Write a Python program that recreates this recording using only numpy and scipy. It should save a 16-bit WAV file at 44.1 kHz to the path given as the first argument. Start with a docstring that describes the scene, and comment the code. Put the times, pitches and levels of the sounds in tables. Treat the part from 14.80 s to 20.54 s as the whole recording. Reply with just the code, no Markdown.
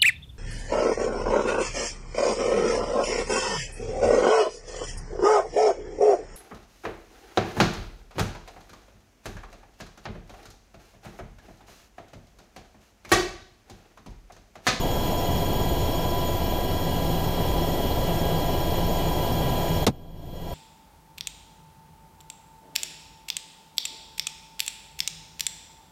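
"""A rifle shot bursts and rings briefly inside a hovering helicopter with its door open.
Blades thump as harmonics over deep rumble, downwash roars as flickering octaves of noise,
gears and a pump whine as wavering tones, and turbine whistles are narrow to broad noise bands.
The blast clips the recorder; gain control ducks just ahead of it and lets the cabin noise creep back."""
import sys
import numpy as np
from scipy import signal
from scipy.fft import rfft, irfft
from scipy.io import wavfile
from scipy.ndimage import uniform_filter1d, minimum_filter1d

SR = 44100
rng = np.random.default_rng(int(sys.argv[2]) if len(sys.argv) > 2 else 0)


def transcribe(u):
    """Save the signal u as a 16-bit wav file named by the first command-line argument.

    u: samples, shape (n,) or (channels, n), limited to [-1, 1]; the rate is SR.
    q: integer samples, one column per channel.
    """
    v = np.clip(np.atleast_2d(u).T, -1, 1)
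    q = np.round(v * 32767).astype(np.int16)
    wavfile.write(sys.argv[1], SR, q)


def invert_db(level):
    """Linear amplitude ratio for a level in decibels (20 dB per decade), elementwise."""
    return 10 ** (np.asarray(level, dtype=float) / 20)


N = 253128
T = np.arange(N) / SR
F = np.maximum(np.arange(N // 2 + 1) * SR / N, 1)
NOMINAL_MESH_HZ = 3272.2  # main gear mesh at nominal drive speed


def level(x, db):
    """Scale to an rms level."""
    return x * invert_db(db) / np.sqrt(np.mean(x ** 2))


def shape(x, gain):
    """Weight the spectrum by a gain per frequency."""
    return irfft(rfft(x) * gain, N)


def colour(points):
    """Gain per frequency, drawn through (Hz, dB) points on a log frequency axis."""
    hz, db = np.transpose(points)
    return invert_db(np.interp(np.log(F), np.log(hz), db))


def walk(rate):
    """Random levels held 1 / rate s and slewed twice; zero mean, spread 1."""
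    hold = int(SR / rate)
    steps = np.repeat(rng.standard_normal(N // hold + 1), hold)
    slow = uniform_filter1d(uniform_filter1d(steps, hold), hold)[:N]
    return (slow - slow.mean()) / slow.std()


def tone(turns, db, waver_db, smear, rate):
    """A sine whose level (dB) and phase (radians) wander at rate changes per s."""
    phase = 2 * np.pi * (turns + rng.random()) + smear * walk(rate)
    return level(invert_db(waver_db * walk(rate)) * np.sin(phase), db)


def roar(blade_turns):
    """Octaves of air noise flicker alone; below about 1 kHz they swell in the trough of each blade wave."""
    # colour of downwash, exhaust and panels before the overall level: pitch_hz, level_db [dB per Hz]
    roar_colour = [(12, -28), (30, -8), (80, -3.5), (180, -6), (205, -10), (240, -6), (780, -7.5),
                   (1000, -17), (1400, -28), (2550, -29), (3300, -24), (3650, -32), (6400, -34.5),
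                   (7800, -37.5), (12000, -37.5), (15400, -37)]
    roar_gain = colour(roar_colour)
    gust = walk(1.335)  # shared by all octaves
    out = 0
    for hz in 22 * 2. ** np.arange(10):
        octave = np.cos(np.pi / 2 * np.clip(np.log2(F / hz), -1, 1))
        throb_db = -1.6 * np.cos(2 * np.pi * blade_turns) / (1 + (hz / 1100) ** 4)
        flicker_db = 0.52 * gust + 0.46 * walk(15)
        air = shape(rng.standard_normal(N), octave * roar_gain)
        out = out + invert_db(throb_db + flicker_db) * air
    return level(out, -27.5)


def whistles():
    """Broad turbine whistles: white noise through a resonance each."""
    # resonances: pitch_hz, width_hz, level_db [rms]
    whistle_bands = [(13730, 130, -48), (13540, 1300, -46), (4175, 1050, -48.5), (1954, 61, -54),
                     (682, 22, -40.5), (167.8, 17, -39)]
    out = 0
    for hz, width_hz, db in whistle_bands:
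        resonance = 1 / (1 + (2 * (F - hz) / width_hz) ** 2)
        out = out + level(shape(rng.standard_normal(N), resonance), db)
    return out


def pump():
    """The hydraulic pump hunts in speed, which smears its upper multiples more."""
    # pump tones: multiple of the piston rate, level_db [rms]
    pump_tones = [(2, -55), (4, -59.5), (6, -54.5), (8, -52.5), (9, -62.5), (11, -65.5), (12, -64),
                  (13, -74), (14, -61.5), (15, -65.5), (16, -62.5), (17, -72)]
    # tenth multiple, which fades and partly recovers: time_s, level_db [rms]
    tenth_fade = [(0, -47.5), (1.8, -50), (2.4, -53.5), (5.74, -52)]
    # flutter of every pump tone: level waver [dB], phase smear [radians], rate [changes per s]
    flutter = (3.5, .4, 90)
    piston_hz = 681.2
    piston_turns = piston_hz * T + 0.006 * walk(150) + 0.019 * walk(40) + 0.041 * walk(4)
    out = sum(tone(k * piston_turns, db, *flutter) for k, db in pump_tones)
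    tenth_gain = invert_db(np.interp(T, *np.transpose(tenth_fade)))
    return out + tenth_gain * tone(10 * piston_turns, 0, *flutter)


def gears(shaft_s, blade_turns):
    """Gear and shaft tones follow the drive speed; shaft_s is time stretched by that speed."""
    # plain tones: pitch_hz [at nominal speed], level_db [rms]
    gear_tones = [(79.4, -43), (161.5, -45), (350, -43), (444.7, -54), (1331.6, -60.5), (1840, -63.5),
                  (1973, -63), (2343, -58), (2405.8, -57), (3405, -61), (3454, -62), (4780, -64),
                  (4908.8, -62.5), (5333, -66)]
    # meshes with side tones stepping down by the shaft rate: pitch_hz [at nominal speed],
    # swell_db [once a rotor turn], levels_db [rms before the swell: mesh, one step below, two below]
    shaft_meshes = [(993.2, 0.27, [-40, -45.5]), (1635.9, .4, [-51.5, -59]), (2980, 4.3, [-55.5, -58, -55])]
    shaft_hz, blades, swell_lag_turns = 21.2, 4, .115
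    out = sum(tone(hz * shaft_s, db, waver_db=1.5, smear=0.32, rate=7) for hz, db in gear_tones)

    rotor_turn = np.cos(2 * np.pi * (blade_turns / blades - swell_lag_turns))
    for hz, swell_db, levels_db in shaft_meshes:
        for k, db in enumerate(levels_db):
            side_turns = (hz - k * shaft_hz) * shaft_s
            side_tone = tone(side_turns, db, waver_db=1.5, smear=0.35, rate=7.1)
            out = out + invert_db(swell_db * rotor_turn) * side_tone

    # a slightly eccentric gear makes the main mesh swell once a shaft turn
    eccentric = 1 + 0.23 * np.sin(2 * np.pi * shaft_hz * shaft_s + 0.78 * walk(4.78))
    mesh = eccentric * tone(NOMINAL_MESH_HZ * shaft_s, db=-43.0, waver_db=0.95, smear=0.3, rate=10.5)
    below_turns = (NOMINAL_MESH_HZ - shaft_hz) * shaft_s
    return out + mesh + tone(below_turns, db=-55, waver_db=1.5, smear=.4, rate=7.5)


def rotor(blade_turns):
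    """A pressure wave per blade, plus rumble that partly repeats a little faster than the blades."""
    # blade wave: multiple of the blade rate, level_db [rms before the slow waver]
    blade_wave = [(1, -30), (2, -40.5), (3, -46)]
    # colour of the deep rumble before its overall level: pitch_hz, level_db
    rumble_colour = [(22, -25), (35, -1), (110, -0.5), (140, -4), (165, -1.5), (200, -10), (400, -23.5),
                     (900, -82)]
    skew_rad, repeat_hz = .48, 17.94
    wave = 0
    for k, db in blade_wave:
        lag = skew_rad * (k - 1) ** 2  # skews the wave
        wave = wave + np.sqrt(2) * invert_db(db) * np.cos(2 * np.pi * k * blade_turns + lag)
    # feedback comb: each repeat keeps 0.6 of the last
    repeats = 1 / (1 - 0.6 * np.exp(-2j * np.pi * F / repeat_hz))
    rumble = shape(rng.standard_normal(N), repeats * colour(rumble_colour))
    return wave * invert_db(0.64 * walk(3.12)) + level(rumble, -30.5)


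def shot():
    """A noise burst per band that dies away in the cabin, treble first; bass takes longer to build."""
    # blast and cabin echo by band: pitch_hz, level_db [rms of the noise before build-up and decay]
    blast_bands = [(88, -10), (170, 7), (330, 7), (690, 12.5), (1400, -1), (3020, 8), (4340, 5),
                   (8060, 0.5), (11900, -15)]
    shot_s = 5.066
    treble_t60_s, bass_cycles = 0.057, 1.6  # 60 dB decay: fixed time plus periods of the band
    hold_cycles, longest_hold_s = 3.25, .019  # each band stays loud first
    age = np.maximum(T - shot_s, 0)
    out = 0
    for hz, db in blast_bands:
        bell = 1 / (1 + (1.88 * np.log(F / hz)) ** 4)
        band = level(shape(rng.standard_normal(N), bell), db)
        build = 1 - np.exp(-age * hz / 1.85)  # time constant of 1.85 cycles
        t60_s = treble_t60_s + bass_cycles / hz
        hold_s = min(hold_cycles / hz, longest_hold_s)
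        decay = invert_db(-60 * np.maximum(age - hold_s, 0) / t60_s)
        out = out + band * build * decay
    return out


def scene():
    """Rotor, roar and gears share one drive speed, which sags slowly; pump, whistles and shot do not."""
    start_mesh_hz, sag_hz_per_s = 3275.7, 1.5
    mesh_per_blade, first_blade_turns = 189.36, -.372
    mesh_turns = np.cumsum(start_mesh_hz - sag_hz_per_s * T) / SR
    blade_turns = mesh_turns / mesh_per_blade + first_blade_turns
    machinery = whistles() + pump() + gears(mesh_turns / NOMINAL_MESH_HZ, blade_turns)
    return (roar(blade_turns) + machinery + rotor(blade_turns) + shot())[None]


def gain_control_db(x, ahead_s=0.021, hold_s=0.24, db_per_s=40.0):
    """Looks ahead, ducks under loud peaks, holds, then climbs back at a steady rate."""
    trigger_db, deepest_db = -8, -25
    ahead, hold = int(ahead_s * SR), int(hold_s * SR)
    peak_db = 20 * np.log10(np.abs(x) + 1e-9)
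    need_db = np.clip(2 * (trigger_db - peak_db), deepest_db, 0)
    held_db = minimum_filter1d(need_db, hold, origin=(hold - 1) // 2)
    climb_db = db_per_s * T
    released_db = np.minimum.accumulate(held_db - climb_db) + climb_db
    return uniform_filter1d(released_db, ahead, mode="nearest", origin=-(ahead // 2))


def roll_off(x):
    """The treble ends steeply here."""
    return signal.sosfilt(signal.butter(12, 15550, fs=SR, output="sos"), x)


def record(dry):
    """Two-band gain control ducks the bass less, the blast still clips, and the top is cut."""
    clip_db, top_hz = -11.8, 15060
    duck_db = gain_control_db(dry[0])
    bass = shape(dry[0], 1 / (1 + (F / 260) ** 2))
    ducked = bass * invert_db(0.61 * duck_db) + (dry[0] - bass) * invert_db(duck_db)
    x = ducked / invert_db(clip_db)
    clipped = invert_db(clip_db) * x / (1 + x ** 6) ** (1 / 6)  # rounded knee
    mix = shape(clipped, F < top_hz)[None]
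    return roll_off(mix)


dry = scene()
out = record(dry)
transcribe(out)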